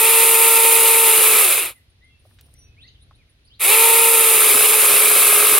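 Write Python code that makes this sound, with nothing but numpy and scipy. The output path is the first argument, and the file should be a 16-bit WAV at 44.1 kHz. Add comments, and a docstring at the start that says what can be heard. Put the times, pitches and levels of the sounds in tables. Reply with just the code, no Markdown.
"""A battery chainsaw, already running close by in a quiet garden, brushes the bark of a small dead trunk.
Its trigger is let go and the chain coasts to a stop: whine from sine tones, clatter and rattle from noise bursts.
In the pause bending sine whistles make birdsong, short noise bursts knock in the hand, the glove rubs,
and a far rumble of filtered noise swells once.
Then the chain spins up again and bites into the wood, rasping and sagging in pitch under the load."""
import sys
import numpy as np
from scipy import signal
from scipy.fft import rfft, irfft, next_fast_len
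from scipy.io import wavfile
from scipy.ndimage import uniform_filter1d

SR = 44100
rng = np.random.default_rng(int(sys.argv[2]) if len(sys.argv) > 2 else 0)


def pcm_store(signal):
    """Save signal as 16-bit PCM."""
    levels = np.round(np.clip(np.atleast_2d(signal), -1, 1) * 32767)
    wavfile.write(sys.argv[1], SR, levels.astype(np.int16).T)


N = 246519

FREE_SPEED = 456.2   # the unloaded chain (links over the sprocket per s)
SPROCKET_TEETH = 7


def from_db(db):
    """Turn decibels into a gain."""
    return 10 ** (np.asarray(db) / 20)


def rms_one(x):
    """Scale to an average power of 1."""
    return x / np.sqrt(np.mean(x ** 2) + 1e-20)


def at_hz(points, hz):
    """Read a curve between its points, on a log-frequency axis."""
    point_hz, value = np.transpose(points)
    return np.interp(np.log(hz + 1e-3), np.log(point_hz), value)


def colour(x, gain_at):
    """Filter by a gain that depends on frequency."""
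    size = next_fast_len(N + 4096)
    hz = np.arange(size // 2 + 1) * SR / size
    return irfft(rfft(x, size) * gain_at(hz), size)[..., :N]


def body(x, spectrum):
    """Shape a sound by an object's spectrum, which falls away beyond its ends; rms 1."""
    low, high = spectrum[0][0], spectrum[-1][0]

    def gain_at(hz):
        ends = np.minimum(hz / low, 1) ** 2 * np.minimum(high / (hz + 1), 1) ** 2
        return from_db(at_hz(spectrum, hz)) * ends

    return rms_one(colour(x, gain_at))


def drift(rate):
    """Slow random wandering with a spread of 1; a higher rate (Hz) wanders faster."""
    at = np.arange(N // 32 + 2) * 32   # drawn at every 32nd sample
    hz = np.arange(len(at) // 2 + 1) * SR / at[-1]
    smoothing = 1 / (1 + (hz / rate) ** 2)
    slow = irfft(rfft(rng.standard_normal(len(at))) * smoothing, len(at))
    return np.interp(np.arange(N), at, rms_one(slow))


def swell(middle_s, width_s):
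    """A smooth rise and fall of height 1."""
    return np.exp(-((np.arange(N) / SR - middle_s) / width_s) ** 2)


def add(track, s, sound):
    """Mix a sound into a track at a time in seconds."""
    start = round(s * SR)
    track[..., start:start + sound.shape[-1]] += sound[..., :N - start]


def garden(x, t60):
    """Dying scatter from walls, fences and leaves, different on each side."""
    t = np.arange(SR // 2) / SR
    echoes = rng.standard_normal((2, len(t))) * from_db(-60 * t / t60)
    echoes /= np.linalg.norm(echoes, axis=1, keepdims=True)
    return signal.fftconvolve(np.atleast_2d(x), echoes, axes=1)[:, :N]


def two_ports(mid, side):
    """Parts of the saw radiate differently to each side, so left and right are less alike in some bands."""
    # how alike left and right are: hz, likeness (0-1)
    likeness = [(300, 0.95), (700, .95), (1400, .85), (3000, 0.77), (5000, 1), (6500, 0.1), (7800, 0),
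                (9500, 0.6), (15000, .55)]

    def side_gain(hz):
        alike = np.clip(at_hz(likeness, hz), 0, 1)
        return np.sqrt((1 - alike) / (1 + alike))

    return mid + colour(side, side_gain) * [[1], [-1]]


def air():
    """Distant traffic as a low rumble, alike on both sides, with a faint diffuse hiss of still air."""
    # distant traffic and still air: hz, relative level (dB per Hz)
    air_spectrum = [(15, -34.5), (25, -8.5), (59, 1), (91, -1.5), (136, -6.5), (178, -20), (260, -18),
                    (313, -21), (1050, -35), (2770, -30), (4040, -30.5), (6730, -44.5), (7910, -52.5),
                    (9300, -40), (15500, -56)]
    mid, side = body(rng.standard_normal((2, N)), air_spectrum)
    side = colour(side, lambda hz: from_db(at_hz([(100, -15.5), (400, -8), (2000, 2)], hz)))
    still = mid + side * [[1], [-1]]
    rumble = colour(still, lambda hz: 1 / (1 + (hz / 700) ** 2))
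    hiss = still - rumble
    rumble_db = -57 + 4 * swell(2.65, 0.49)   # the far rumble swells once
    return from_db(rumble_db + 1.2 * drift(5)) * rumble + from_db(-56.0) * hiss


def whistle(length, pitches_hz, db, waver):
    """A near sine that bends through three pitches, wavers a little and swells in the middle."""
    u = np.linspace(0, 1, int(length * SR))
    tremble = rms_one(uniform_filter1d(rng.standard_normal(SR // 2), size=60))[:len(u)]
    bend = np.polyfit([0, .5, 1], pitches_hz, 2)
    hz = np.polyval(bend, u) * (1 + waver * tremble)
    loudness = np.sqrt(2) * from_db(db) * np.sin(np.pi * u)
    return loudness * np.sin(2 * np.pi * np.cumsum(hz) / SR)


def birds(direct_db, echo_db, waver, lag_s):
    """Far whistles from the right, blurred by the garden, and nearer chips with a brief scatter."""
    # bird notes: start_s, length_s, start_hz, middle_hz, end_hz, level_db (before the mix)
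    song_notes = [(1.743, .06, 1960, 2020, 1600, -62), (2.004, .094, 1830, 2085, 2050, -58),
                  (2.037, .11, 3050, 3350, 3150, -66), (2.077, 0.11, 2810, 2690, 2640, -64),
                  (2.525, 0.17, 5750, 5860, 5780, -63), (2.6, 0.172, 2760, 2560, 2600, -69),
                  (2.763, 0.063, 2010, 2600, 3300, -56), (2.803, 0.052, 3120, 3800, 4700, -49),
                  (2.832, 0.042, 1750, 2000, 2200, -57), (2.871, 0.029, 5400, 4080, 3200, -51),
                  (2.86, .05, 5300, 6450, 5800, -70), (2.867, 0.036, 2500, 2910, 3280, -57),
                  (2.94, 0.03, 4000, 3200, 2580, -59), (2.988, .06, 3180, 3800, 4400, -62.5),
                  (3.12, 0.054, 3200, 3800, 4470, -66), (3.174, 0.069, 2540, 2360, 1650, -65),
                  (3.27, .035, 2700, 2150, 1550, -71), (3.445, 0.026, 3400, 4300, 5200, -63),
                  (3.47, .022, 5400, 4720, 3900, -58), (3.492, 0.079, 2690, 3480, 5040, -55.5)]
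    # a small bird's thin, high chips: start_s, level_db (before the mix)
    chip_notes = [(1.75, -58), (1.894, -67), (2.038, -68), (2.19, -66.5), (2.435, -63), (2.584, -55),
                  (3.017, -59), (3.148, -66), (3.292, -64), (3.445, -63)]
    # its softer, longer and lower notes: start_s, level_db (before the mix)
    seep_notes = [(2.052, -79), (2.61, -73.5), (2.8, -72), (2.99, -76)]
    chip_s, chip_hz = .022, 9740
    seep_s, seep_hz = 0.053, 9300
    rise_hz = 450   # each chip or seep rises by this much
    twitters_per_s, twitter_hz, twitter_s, twitter_db = 3.3, 2750, 0.03, -68.5

    song, chips = np.zeros((2, N))
    for s, length, *pitches_hz, db in song_notes:
        add(song, s, whistle(length, pitches_hz, db, waver))
    # faint birds twitter at random behind them
    for when, pitch, glide in rng.uniform(-1, 1, (int(twitters_per_s * N / SR), 3)):
        octaves = .5 * pitch + .25 * glide * np.array([-1, 0, 1])
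        add(song, abs(when) * N / SR, whistle(twitter_s, twitter_hz * 2 ** octaves, twitter_db, waver))
    for notes, length, hz in (chip_notes, chip_s, chip_hz), (seep_notes, seep_s, seep_hz):
        for s, db in notes:
            add(chips, s, whistle(length, hz + rise_hz * np.array([-.5, 0, .5]), db, waver=0.014))
    # the song reaches the left side slightly later
    direct = np.stack([np.roll(song, int(lag_s * SR)), song])
    blur, scatter = garden(song, t60=.3), garden(chips, t60=.1)
    near = from_db(-1) * (chips + from_db(3.5) * scatter)
    return from_db(direct_db) * direct + from_db(echo_db) * blur + near


def handling():
    """Saw and twigs knock as the grip shifts, each a noise burst in one band, amid the rub of the glove."""
    # knocks: start_s, level_db (peak, before a 1 dB lift), centre_hz, width_octaves, t60_s (time to fall 60 dB)
    knock_rows = [(2.252, -50, 560, 0.67, 0.038), (2.31, -55, 1290, 0.91, .06),
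                  (2.387, -45.5, 2390, 1.8, 0.11), (2.411, -35.5, 7000, 3.5, 0.017),
                  (2.484, -58, 800, 1.4, .06), (2.54, -39, 9700, 0.48, 0.01), (3.11, -50, 650, 2.1, 0.058),
                  (3.11, -47, 1170, 0.33, 0.021)]
    # the glove rubs on the handle: middle_s, half_length_s, level_db
    rub_rows = [(2.29, 0.068, -67.5), (2.516, 0.13, -67)]
    # cloth on plastic: hz, relative level (dB per Hz)
    cloth = [(300, 10), (700, 8), (1500, -7), (3000, -2), (5500, 3), (7500, -13), (9200, 11), (12000, 0),
             (15500, -3)]
    knocks, t = np.zeros(N), np.arange(SR // 8) / SR
    for s, db, hz, octaves, t60 in knock_rows:
        edges_hz = hz * 2 ** (octaves * np.array([-.5, .5]))
        band = signal.butter(2, np.minimum(edges_hz, .45 * SR), "band", fs=SR, output="sos")
        burst = rng.standard_normal(len(t)) * from_db(-60 * t / t60)
        knock = signal.sosfilt(band, burst)
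        add(knocks, s, from_db(db + 1.0) * knock / np.abs(knock).max())
    rub = sum(from_db(db) * swell(s, half_length) for s, half_length, db in rub_rows)
    rubbing = two_ports(*body(rng.standard_normal((2, N)), cloth))
    return knocks + rub * from_db(2.1 * drift(40)) * rubbing


def drive(load):
    """The motor runs the chain up quickly, sags under load and coasts down evenly when let go."""
    # the trigger is held twice: pressed_s, released_s
    trigger = [(-0.17, 1.415), (3.591, 6)]
    sag = 42   # speed lost at full load (links per s)
    spin_up_s, coast_loss = .044, 1340   # run-up time constant; slowing (links per s, each second)
    start_tension = 1.5   # pull of the starting motor on the chain (full loads)
    whip_s = 0.3   # after each start the chain whips, then settles
    t = np.arange(N) / SR
    speed, tension, whip = np.zeros((3, N))
    for pressed, released in trigger:
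        age = np.maximum(t - pressed, 0)
        to_go = np.exp(-age / spin_up_s)
        driven = (FREE_SPEED - sag * load) * (1 - to_go)
        speed += np.maximum(driven - coast_loss * np.maximum(t - released, 0), 0)
        tension += start_tension * to_go * (t > pressed)
        whip += (1 - to_go) * np.exp(-(age / whip_s) ** 2)
    return speed, load + tension, whip


def impacts(links, loop_db, tooth_db, chance_db, scatter, decay_s, own, meshing, friction):
    """One noise burst per count of links; 28 link and 7 tooth patterns return in turn; rms near 1."""
    loop_links = 28
    count, t = int(links[-1]), np.arange(SR // 100) / SR
    link_chatter = rng.standard_normal((loop_links, 2, len(t)))
    tooth_chatter = rng.standard_normal((SPROCKET_TEETH, 2, len(t)))
    wear = rms_one(np.diff(rng.standard_normal(loop_links + 1)))   # a tight link leaves its neighbour slack
    sliding = rng.standard_normal((2, N))
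    chance, late = rng.standard_normal((count, 2)).T
    k = np.arange(count)
    strength_db = loop_db * wear[k % loop_links]
    strength_db += tooth_db * np.cos(2 * np.pi * k / SPROCKET_TEETH)
    strength_db += chance_db * chance.clip(-2, 2)
    strength = from_db(strength_db)
    at = np.searchsorted(links, k + scatter * late).clip(0, N - 1)
    out = np.zeros((2, N))
    fade = np.exp(-t / decay_s) * (1 - np.exp(-t / 0.00039))   # the ringing spreads through the saw, then dies
    for i in k:
        chatter = own * link_chatter[i % loop_links] + meshing * tooth_chatter[i % SPROCKET_TEETH]
        chatter = chatter + rng.standard_normal((2, len(t)))
        add(out, at[i] / SR, strength[i] * fade * chatter)
    pace = np.gradient(links)
    out = rms_one(out * pace) + friction * sliding   # a slow chain strikes softly and mostly slides
    return out / np.sqrt(uniform_filter1d(out[0] ** 2, size=2200) + 1e-6)   # evens out the level


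def rattle(blows, spectrum):
    """The blows ring an object, heard differently on each side."""
    return two_ports(*body(blows, spectrum))


def bar_ring(blows, whip, width_hz, wander_hz):
    """The guide bar's resonance wanders with grip and contact, and rises as the chain settles; rms 1."""
    bar_hz, slack_hz = 2593, 140   # centre; how much lower the whipping chain strikes it
    hz = bar_hz - slack_hz * whip + wander_hz * drift(14)
    turn = np.exp(2j * np.pi * np.cumsum(hz) / SR)
    # shift the resonance down to 0 Hz, keep a narrow band, shift it back
    narrow = signal.butter(2, width_hz / 2, fs=SR, output="sos")
    return rms_one((signal.sosfilt(narrow, blows / turn) * turn).real)


def ground_bounce(x, delay_s, gain, sway):
    """A reflection off the soil and the stone edging, whose path changes as the hand moves."""
    n = np.arange(N)
    echo = [np.interp(n - delay_s * SR * (1 + sway * drift(1.0)), n, side) for side in x]
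    return (x + gain * np.array(echo)) / np.sqrt(1 + gain ** 2)


def snags(bite, db, lumpy_db):
    """Deep in the cut the trunk throbs dully, and thuds when a cutter catches."""
    # a cutter catches in the wood: middle_s, level_db
    catches = [(1.19, -44), (1.35, -45), (4.36, -39), (4.56, -34), (4.62, -35), (4.94, -46), (5.12, -47.5),
               (5.53, -39.5)]
    catch_s = 0.015
    thud = body(rng.standard_normal(N), [(110, -2), (200, 0.5), (330, 5.5), (450, -5.5)])
    throb = bite ** 3 * from_db(db) * rms_one(from_db(lumpy_db * drift(25).clip(-2, 2)))
    caught = sum(from_db(level_db) * swell(s, catch_s) for s, level_db in catches)
    return thud * (throb + caught)


def whine(links, pace, tension, bite, flutter_db, loaded_flutter_db):
    """Links lift and drop on the sprocket over motor tones; in the cut they snatch, and the wood damps them."""
    # partials of the whine, whose cutters repeat every four links:
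    # cycles per four links, level_db (against the overtone level)
    orders = [(3, -22.5), (5, -17), (7, -16.5), (8, 1.5), (9, -9.5), (10, -18.5), (11, -14), (12, -6.5),
              (13, -24.5), (15, -27), (16, -12), (22, -7)]
    # the motor behind its reduction gear: cycles per motor turn, level_db (against the overtone level)
    motor = [(1, -14.5), (6, -12), (7, -15.5), (10, -13.5)]
    cutter_links, motor_turns_per_link = 4, .8512
    # level at free speed (dB), power of pace, change at full bite (dB)
    whine_db, whine_power, whine_load_db = -25, 6.2, -2
    # the overtones fade as the chain is pulled tight: the last is the change at a tension of 1 (dB)
    overtone_db, overtone_power, overtone_tension_db = -28.5, 1.4, -18
    # play of the chain (links), and how much more it snatches away from free speed
    slack, off_speed_snatch = .026, 2.5

    snatch = slack * (0.6 + bite + off_speed_snatch * (1 - pace)) * drift(45)
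    phase = 2 * np.pi * (links + snatch)
    flutter = (flutter_db + loaded_flutter_db * bite) * drift(50)
    tone = np.sin(phase) * pace ** whine_power * from_db(whine_db + whine_load_db * bite + flutter)
    overtones = pace ** overtone_power * from_db(overtone_db + overtone_tension_db * tension)
    partials = [(order / cutter_links, db) for order, db in orders]
    partials += [(order * motor_turns_per_link, db) for order, db in motor]
    for per_link, db in partials:
        wave = np.sin(per_link * phase + rng.uniform(0, 2 * np.pi))
        tone += overtones * from_db(db + 2.0 * drift(11)) * wave
    wobble = 1 + 0.028 * np.sin(phase / SPROCKET_TEETH)   # the sprocket runs slightly off centre
    fade_in = np.minimum(links / 3, 1)   # over the first three links
    small_body = signal.butter(4, 310, "high", fs=SR, output="sos")   # too small to radiate bass
    return signal.sosfilt(small_body, np.sqrt(2) * tone * wobble * fade_in)


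def saw():
    """Trigger and load set the chain speed, which drives whine, housing clatter, steel rattle and rasp."""
    # how hard the bar presses on the bark, then into the trunk: time_s, load (0-1)
    load_rows = [(0.15, .06), (0.85, .04), (1.08, .11), (1.2, .39), (1.41, .44), (1.7, .08), (3.59, 0),
                 (4.13, 0), (4.22, .17), (4.36, .34), (4.52, .75), (4.67, .64), (4.77, .36), (4.93, 1),
                 (5.02, .66), (5.11, .77), (5.4, .86), (5.59, .78)]
    # the plastic housing, struck by the chain: hz, relative level (dB per Hz)
    housing_spectrum = [(200, -34), (290, -28.5), (370, -9.5), (540, -4), (660, -15.5), (850, -7.5),
                        (1100, -7), (1300, -2.5), (1600, -13.5), (2100, -1), (2550, 0), (3100, -5),
                        (3900, -3), (5700, -22.5)]
    # links and bar ringing: hz, relative level (dB per Hz)
    steel_spectrum = [(3500, -42), (5000, -14), (5700, -21), (6800, -14), (8000, -11), (8600, -7),
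                      (9100, -1.5), (10000, -2), (10800, -0.5), (11700, -4), (12300, -3), (13200, -5),
                      (14300, -13), (15800, -12)]
    # the trunk under the cutters: hz, relative level (dB per Hz)
    wood_spectrum = [(60, -29.5), (160, -18.5), (260, -16), (350, -3), (520, 0), (650, -2.5), (900, -5.5),
                     (1270, 6.5), (1450, -2.5), (1650, 1.5), (1850, -14), (2800, -7), (5000, -8),
                     (7000, -19.5)]
    # left minus right: hz, level_db
    balance = [(400, 0.5), (850, -3.5), (1300, 0), (2500, -1), (4000, 0), (7000, -0.5), (7900, -8.5),
               (9500, 1), (11000, -3.5), (12500, 4.5), (15500, 1.5)]
    bite_power = 0.6   # the cutters' bite grows as this power of the load
    # levels before slap and whip (dB), and the powers of pace that they follow
    housing_db, housing_power, bar_db = -21.5, 0.42, -27.5
    steel_db, steel_power, steel_load_db = -11.5, 0.36, 0.5
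    wood_db = -23   # the rasp at full bite and free speed
    # below these speeds the chain mostly slides, and its links stop jumping (links per s)
    slide_speed, rattle_speed = 100, 194
    # the whipping chain strikes the housing harder, and the bar harder still (dB)
    whip_db, bar_whip_db = 2.5, 1

    load = np.interp(np.arange(N) / SR, *np.transpose(load_rows))
    speed, tension, whip = drive(load)
    pace, bite = speed / FREE_SPEED, load ** bite_power
    links = np.cumsum(speed) / SR
    striking = speed ** 2 / (speed ** 2 + slide_speed ** 2)
    clatter = from_db(whip_db * whip) * pace ** housing_power * striking
    jumping = pace ** steel_power * speed ** 2 / (speed ** 2 + rattle_speed ** 2)
    slap = from_db(0.98 * drift(25))   # the loose chain slaps along the bar

    seating = impacts(links, loop_db=0.5, tooth_db=0.5, chance_db=0.0, scatter=.01,
                      decay_s=0.0016, own=1.1, meshing=0.35, friction=0.22)
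    jingle = impacts(links, loop_db=0.85, tooth_db=0.4, chance_db=0.2, scatter=.008,
                     decay_s=0.0014, own=.85, meshing=0.17, friction=0.55)
    # a cutter rides on every other link
    cutting = impacts(links / 2, loop_db=2.0, tooth_db=1.0, chance_db=2.5, scatter=.1,
                      decay_s=0.0024, own=0.13, meshing=0.035, friction=0.37)

    housing = clatter * from_db(housing_db) * rattle(seating, housing_spectrum)
    ring = bar_ring(seating[1], whip, width_hz=170, wander_hz=130)
    bar = clatter * from_db(bar_db + bar_whip_db * whip) * ring
    bounced = ground_bounce(rattle(jingle, steel_spectrum), delay_s=0.0013, gain=0.5, sway=0.06)
    steel = jumping * from_db(steel_db + steel_load_db * load) * bounced
    rasp = bite * clatter * from_db(wood_db) * rattle(cutting, wood_spectrum)
    wood = rasp + snags(bite * pace, db=-45, lumpy_db=6.0)
    tones = whine(links, pace, tension, bite, flutter_db=-0.23, loaded_flutter_db=3.0)
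    sound = slap * (housing + bar) + slap ** 0.53 * steel + wood + tones
    sound = sound + from_db(-23.5) * garden(sound, t60=0.34)
    # half of the balance goes to each side
    return colour(sound, lambda hz: from_db(at_hz(balance, hz) * np.array([[.5], [-.5]])))


def scene():
    """The saw in front of the quiet garden."""
    background = air() + birds(direct_db=-1, echo_db=-2, waver=0.0065, lag_s=.00047)
    return background + handling() + saw()


def record(dry):
    """The highest peaks are rounded just under full scale and the top treble is cut."""
    cutoff_hz = 15800
    rounded = dry / (1 + np.abs(dry) ** 8) ** (1 / 8)
    return colour(rounded, lambda hz: from_db(-np.clip((hz - cutoff_hz) / 4, 0, 90)))


dry = scene()
out = record(dry)
pcm_store(out)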